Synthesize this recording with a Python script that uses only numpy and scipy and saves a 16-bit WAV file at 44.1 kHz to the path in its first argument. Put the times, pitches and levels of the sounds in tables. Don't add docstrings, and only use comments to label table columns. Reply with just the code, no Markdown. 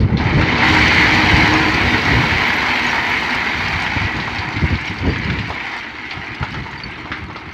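import sys
import numpy as np
from scipy import signal
from scipy.fft import rfft, irfft
from scipy.io import wavfile
from scipy.ndimage import uniform_filter1d, minimum_filter1d

SR = 44100
rng = np.random.default_rng(int(sys.argv[2]) if len(sys.argv) > 2 else 0)


def wav_out(sig):
    wavfile.write(sys.argv[1], SR, np.round(np.clip(np.atleast_2d(sig).T, -1, 1) * 32767).astype(np.int16))


N = 332098
T = np.arange(N) / SR
HZ = np.fft.rfftfreq(N, 1 / SR)


def gain_of(db):
    return 10 ** (np.asarray(db) / 20)


def evened(x):
    return x / np.sqrt(np.mean(x ** 2) + 1e-20)


def curve(points):
    time_s, values = np.transpose(points)
    return np.interp(T, time_s, values)


def spectrum_gain(points):
    freq_hz, level_db = np.transpose(points)
    return gain_of(np.interp(np.log(HZ + 1), np.log(freq_hz + 1), level_db))


def resonances(modes):
    power = 0
    for mode_hz, width_hz, level_db in modes:
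        power = power + gain_of(level_db) ** 2 / width_hz / (1 + ((HZ - mode_hz) / width_hz) ** 2) ** 2
    return np.sqrt(power)


def filtered(x, gain):
    return irfft(rfft(x) * gain, N)


def colour(x, gain):
    log_gain = np.log(np.maximum(gain / gain.max(), 1e-5))
    cepstrum = irfft(log_gain, N)
    cepstrum[1:N // 2] *= 2
    cepstrum[N // 2 + 1:] = 0
    impulse = irfft(np.exp(rfft(cepstrum)), N)[:SR // 4]
    return signal.oaconvolve(x, impulse)[:N]


def noise(gain):
    return evened(filtered(rng.standard_normal(N), gain))


def flutter(rate_hz):
    lowpass = signal.butter(N=2, Wn=rate_hz, fs=SR, output="sos")
    return evened(signal.sosfilt(lowpass, rng.standard_normal(N)))


def band_rms(x, lo_hz, hi_hz):
    return np.std(filtered(x, (HZ > lo_hz) & (HZ < hi_hz)))


def add(mix, start_s, sound):
    part = mix[max(round(start_s * SR), 0):][:len(sound)]
    part += sound[:len(part)]


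def outdoors(x, wet_db, t60_s, count=8):
    t, tail = np.arange(SR // 2) / SR, np.zeros(N)
    tail_choice = np.repeat(rng.integers(0, count, N // 256 + 1), 256)[:N]
    for k in range(count):
        sparse = rng.standard_normal(len(t)) * (rng.random(len(t)) < .05)
        taps = sparse * (t > .004) * gain_of(-60 * t / t60_s)
        share = np.sin(np.pi / 2 * uniform_filter1d(1. * (tail_choice == k), size=128))
        tail += signal.oaconvolve(x * share, taps / np.linalg.norm(taps))[:N]
    return x + gain_of(wet_db) * tail


def stone_levels():
    # start_s, level_db
    flow = [(0, -33), (.06, -41), (.16, -34.5), (.19, -28), (.42, -22), (.55, -20.5), (.69, -14.5),
            (1.45, -16), (1.8, -18.5), (2.8, -19.5), (3.85, -22.5), (4.3, -25.5), (5.0, -28), (5.76, -27.5),
            (5.86, -31.5), (6.6, -32.3), (7.53, -36)]
    reference_db, pour_s = -19, .18
    big_db, big_db_per_db, big_cap_db = -4.5, 1.15, 2
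    big_lead_db, big_lead_decay_s = 9.5, 0.21
    grit_db, grit_db_per_db = -11.5, 1.19
    clatter_db = curve(flow)
    flow_db = clatter_db - reference_db
    lead_db = big_lead_db * np.exp(-np.maximum(T - pour_s, 0) / big_lead_decay_s)
    capped_db = np.minimum(flow_db, big_cap_db)
    big_stones_db = reference_db + big_db + big_db_per_db * capped_db + lead_db
    return clatter_db, big_stones_db, reference_db + grit_db + grit_db_per_db * flow_db


def collisions(per_s, spread_db, t60_2khz_s, crack, low_hz, size=700):
    at = np.flatnonzero(rng.random(N) < per_s / SR)
    smallness, force, second, third, sign = rng.random((len(at), 5)).T[:, :, None]
    t = np.arange(size) / SR
    hz = low_hz * (SR / 4 / low_hz) ** smallness
    modes_hz = [hz, hz * (1.25 + .3 * second), hz * (1.6 + .4 * third)]
    decay = gain_of(-60 * t / t60_2khz_s * np.sqrt(hz / 2000))
    ring = sum(np.sin(np.float32(2 * np.pi * f * t)) for f in modes_hz) * decay
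    snap = rng.standard_normal(ring.shape) * np.exp(-t / 0.0011)
    strength_db = spread_db * np.minimum(-np.log(1 - force), 4)
    blow = gain_of(strength_db) * np.sign(sign - .5)
    stones = blow * (evened(ring) + crack * evened(snap))
    sample = at[:, None] + np.arange(size)
    spectrum = rfft(np.bincount(sample.ravel(), stones.ravel(), N)[:N])
    smooth_power = uniform_filter1d(abs(spectrum) ** 2, size=4000)
    return evened(irfft(spectrum / np.sqrt(smooth_power), N))


def slide():
    # freq_hz, relative_level_db
    stone = [(290, -31.5), (500, -8.5), (561, -16), (781, -2), (851, -3.5), (941, -1), (1170, -4.5),
             (2230, -5.5), (2760, -9), (4440, -13), (5280, -20), (6550, -30), (9370, -50), (13400, -45.5),
             (15500, -61)]
    # center_hz, width_hz, gain_db
    peaks_and_dips = [(810, 87, 2), (955, 130, 2.5), (1172, 190, -2.5), (2100, 920, 8.5), (3100, 590, 4),
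                      (3360, 510, -3.5), (4600, 700, 0), (5180, 320, -7.5), (10300, 1400, -3)]
    # start_s, level_db
    sizzle = [(.54, -17), (.66, 0), (1.8, 3), (3.1, 4.5), (4.4, -0.5), (6.5, 0)]
    surge_db, surge_hz = 1.0, 12
    clatter_db, big_db, grit_db = stone_levels()
    density = np.maximum(gain_of(.8 * (clatter_db - clatter_db.max())), .13)
    hits = collisions(3400 * density, spread_db=2.5, t60_2khz_s=0.027, crack=0.65, low_hz=651.3)
    surges = gain_of(surge_db * (0.7 - density) * flutter(surge_hz))
    hits = outdoors(evened(surges * hits / np.sqrt(density)), wet_db=0.0, t60_s=0.4)
    peaks_and_dips_db = sum(db * np.exp(-(2 * (HZ - f) / w) ** 2) for f, w, db in peaks_and_dips)
    whole = colour(hits, spectrum_gain(stone) * gain_of(peaks_and_dips_db))
    big_band = 1 / (1 + (HZ / 1400) ** 6)
    grit_band = 1 - 1 / (1 + (HZ / 3300) ** 8)
    big = filtered(whole, big_band) / band_rms(whole, 650, 1300)
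    clatter = filtered(whole, 1 - big_band - grit_band) / band_rms(whole, 1500, 3200)
    grit = filtered(whole, grit_band) / band_rms(whole, 3500, 9000)
    coarse = filtered(grit, 1 / (1 + (HZ / 8000) ** 12))
    grit = coarse + (grit - coarse) * gain_of(curve(sizzle))
    return big * gain_of(big_db) + clatter * gain_of(clatter_db + 0.52) + grit * gain_of(grit_db)


def splinters(per_s=50, spread_db=3.5, t60_s=0.034, level_db=-6.0, follow_db_per_db=0.81):
    grit_db = stone_levels()[2]
    out, t = np.zeros(N), np.arange(SR // 20) / SR
    at = np.flatnonzero(rng.random(N) < per_s / SR)
    for i, (pitch, force) in zip(at, rng.random((len(at), 2))):
        hz = 3500 * 3 ** pitch
        db = level_db + follow_db_per_db * grit_db[i] + spread_db * min(-np.log(1 - force), 3)
        snap = np.sin(2 * np.pi * hz * t) + 1.24 * rng.standard_normal(len(t))
        add(out, i / SR, gain_of(db - 60 * t / t60_s) * snap)
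    return colour(out, spectrum_gain([(1000, -22), (3000, 2), (4700, 2.5), (6500, -9), (8000, -17),
                                      (10000, -27.5), (13000, -25.0), (16000, -34)]))


def bed(gate_hz=311, gate_width_hz=7):
    # mode_hz, width_hz, relative_level_db
    bed_modes = [(97, 14, -7.5), (243.8, 7.5, 2.5), (262, 34, -7), (340, 34, -19.5), (388, 17, -16),
                 (405, 23, -8.5), (444.4, 4.6, -6), (513, 64, -6.5), (600.4, 12, -9), (643, 11, -16.5),
                 (768, 16, -11)]
    # start_s, level_db
    tailgate = [(0, -48), (.55, -24.5), (1.25, -27.5), (1.6, -18.5), (1.78, -29), (3.1, -52), (4.5, -37.5),
                (5.6, -52), (7.53, -52)]
    drum_full_db, drum_last_db = -25, -49
    full_s, emptying_s = 0.39, 1.75
    rise_db_per_s, fade_db_per_s = 22, 5.5
    swell_db = rise_db_per_s * np.minimum(T - full_s, 0)
    fade_db = fade_db_per_s * np.maximum(T - emptying_s, 0)
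    drum_db = np.maximum(drum_full_db + swell_db - fade_db, drum_last_db)
    rumble = noise(spectrum_gain([(30, -18), (70, -7), (180, 4.0), (350, 7.5), (550, -7.0),
                                  (900, -33), (2500, -54)]))
    drumming = gain_of(-0.5) * noise(resonances(bed_modes)) + gain_of(-1.0) * rumble
    gate = noise(resonances([(gate_hz, gate_width_hz, 0)]))
    return gain_of(drum_db) * drumming + gain_of(curve(tailgate)) * gate


def knocks():
    # start_s, relative_peak_db, pitch_hz, crunch_t60_s
    knock_rows = [(0.003, -25, 4570, 0.25), (0.171, -15, 4160, 0.2), (0.414, -7.5, 1600, 0.35),
                  (2.502, -6, 2100, 0.049), (2.757, -10.5, 2160, 0.039), (3.133, -21, 2100, 0.029),
                  (3.345, -13, 1020, 0.082), (3.458, -16, 2000, 0.045), (3.82, -14, 6500, .03),
                  (3.864, -12, 1930, 0.051), (4.2, -15, 3800, .07), (4.275, -12.5, 1020, 0.035),
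                  (4.384, -14.5, 3900, 0.054), (4.568, -17, 2150, 0.085), (4.754, -16, 4300, 0.039),
                  (4.877, -11, 2280, 0.023), (5.159, -12.5, 1700, 0.05), (5.3, -11.5, 2090, 0.048),
                  (5.387, -11.5, 2250, 0.047), (5.503, -13.5, 885, 0.08), (6.108, -17.5, 4270, .07),
                  (6.111, -15, 2300, 0.15), (6.428, -10.5, 1080, 0.055), (6.449, -21, 3560, 0.026),
                  (6.518, -21, 5300, .03), (6.543, -16, 1220, 0.12), (6.729, -19, 1900, 0.04),
                  (6.801, -17, 2180, 0.029), (6.979, -22, 1080, .12), (7.055, -19.5, 950, 0.16),
                  (7.117, -12, 1584, 0.16), (7.3, -21.5, 900, 0.15), (7.359, -17.5, 960, 0.11),
                  (7.363, -24, 4340, 0.06)]
    out, t = np.zeros(N), np.arange(SR // 4) / SR
    for start_s, peak_db, pitch_hz, t60_s in knock_rows:
        attack = 1 - np.exp(-t / 0.00051)
        crunch = rng.standard_normal(len(t)) * gain_of(-60 * t / t60_s) * attack
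        body = signal.lfilter(*signal.iirpeak(min(pitch_hz, SR / 3), 2.2, fs=SR), crunch)
        modes_hz = pitch_hz * np.array([rng.uniform(.7, .9), 1, rng.uniform(1.15, 1.5)])
        tones = np.array([.5, 1, .5]) @ np.sin(2 * np.pi * modes_hz[:, None] * t)
        ring = tones * gain_of(-60 * t / 0.027)
        knock = evened(body) + 0.61 * evened(ring) + 0.36 * evened(crunch)
        add(out, start_s, gain_of(peak_db) * knock / abs(knock).max())
    far = colour(out, 1 / (1 + (HZ / 5100) ** 8))
    return gain_of(0.5) * outdoors(far, wet_db=-5.5, t60_s=0.31)


def clinks():
    # start_s, relative_level_db, pitch_hz, t60_s
    chips = [(1.535, -20, 6420, 0.025), (2.479, -38, 13000, .04), (2.559, -39, 13400, .04),
             (2.866, -27.5, 6600, 0.048), (2.89, -33, 5660, 0.13), (3.098, -38, 12500, .025),
             (3.82, -34.5, 6800, 0.028), (3.823, -37, 8350, .025), (4.877, -29.5, 5600, 0.044),
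             (4.88, -34, 3830, 0.12), (5.1, -27, 4700, 0.056), (6.777, -32, 4600, 0.068),
             (6.835, -17.5, 4520, 0.045)]
    out, t = np.zeros(N), np.arange(SR // 4) / SR
    for start_s, level_db, pitch_hz, t60_s in chips:
        ring = np.sin(2 * np.pi * pitch_hz * t) * (1 - np.exp(-t / 0.0016))
        add(out, start_s, gain_of(level_db + 2.5 - 60 * t / t60_s) * ring)
    return outdoors(out, wet_db=-22, t60_s=0.13)


def wind():
    # freq_hz, relative_level_db
    buffet = [(20, -40), (32, -49), (48, -7), (70, 1), (105, 1), (170, -3), (280, -11.5), (450, -22),
              (800, -40), (2000, -94)]
    # freq_hz, relative_level_db
    crest_spectrum = [(25, -37), (60, 10), (130, -1), (280, 6.5), (550, -7.5), (900, -28), (2500, -99)]
    # center_s, relative_level_db, half_length_s, crest_db
    gusts = [(0.01, -16, 0.045, -3.5), (0.147, -16, 0.013, -2.5), (0.385, -16, 0.019, 6),
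             (0.818, -17, 0.07, -24), (1.417, -15, .035, -7), (1.861, -13, 0.017, -13),
             (2.16, -13.5, 0.065, -11.5), (3.72, -27, 0.096, -16), (3.969, -18.5, 0.008, -3),
             (4.06, -21, 0.012, -21), (4.162, -23, .018, -6), (4.577, -18, 0.015, -18),
             (4.639, -9, 0.013, -10), (4.729, -17, 0.03, -9), (4.913, -22, 0.0097, -8),
             (5.081, -15, 0.041, 2.5), (5.186, -22, 0.027, -18), (5.318, -18, 0.074, -7.5),
             (6.187, -27.5, 0.026, -16), (6.32, -31, .015, -12), (6.426, -20, 0.015, -15),
             (6.574, -26.5, 0.062, -7), (6.862, -27.5, 0.023, -7), (7.123, -29, 0.021, -4),
             (7.244, -31, 0.038, -9)]
    # start_s, relative_level_db
    breeze = [(0, -18.5), (1.2, -22.5), (2.36, -24.5), (2.45, -33), (3.0, -33), (3.3, -34), (4.1, -27),
              (4.85, -32), (5.53, -32.5), (5.7, -48), (6.1, -49), (6.6, -37.5), (7.53, -41)]
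    eddy_rms_db, eddy_hz = 3, 25
    power = gain_of(curve(breeze) + eddy_rms_db * flutter(eddy_hz)) ** 2
    crest = np.zeros(N)
    for center_s, level_db, half_s, crest_db in gusts:
        swell = np.exp(-((T - center_s) / half_s) ** 2 / 2)
        power += (gain_of(level_db) * swell) ** 2
        crest += gain_of(level_db + crest_db) * swell ** 2
    buffeting = np.sqrt(power) * noise(spectrum_gain(buffet))
    crests = crest * noise(spectrum_gain(crest_spectrum))
    return gain_of(-0.5) * buffeting + gain_of(-2.0) * crests


def engine():
    # mode_hz, width_hz, relative_level_db
    engine_modes = [(67, 15, 0), (113, 29, 1), (156, 25, -9), (233, 17, 4.5), (311, 46, 9.5), (377, 53, 2)]
    return gain_of(-39.0) * noise(resonances(engine_modes))


def stream():
    # freq_hz, relative_level_db
    water = [(100, -34), (300, -5), (560, -14), (900, 1), (1250, 3.5), (2100, -2), (4500, -27), (7000, -52),
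             (10000, -42), (13500, -48), (16000, -62)]
    return gain_of(-40) * noise(spectrum_gain(water))


def scene():
    rock = slide() + splinters() + bed() + knocks() + clinks()
    return (rock + wind() + engine() + stream())[None]


def record(dry):
    edge_hz = 15600
    needed = np.minimum(1, .93 / (abs(dry) + 1e-9))
    held = dry * uniform_filter1d(minimum_filter1d(needed, size=129), size=129)
    held = held * np.sin(np.pi / 2 * np.minimum(T / .004, 1)) ** 2
    lowpass = signal.firwin(511, edge_hz, window=("kaiser", 9), fs=SR)
    return signal.oaconvolve(held, lowpass[None], "same")


dry = scene()
out = record(dry)
wav_out(out)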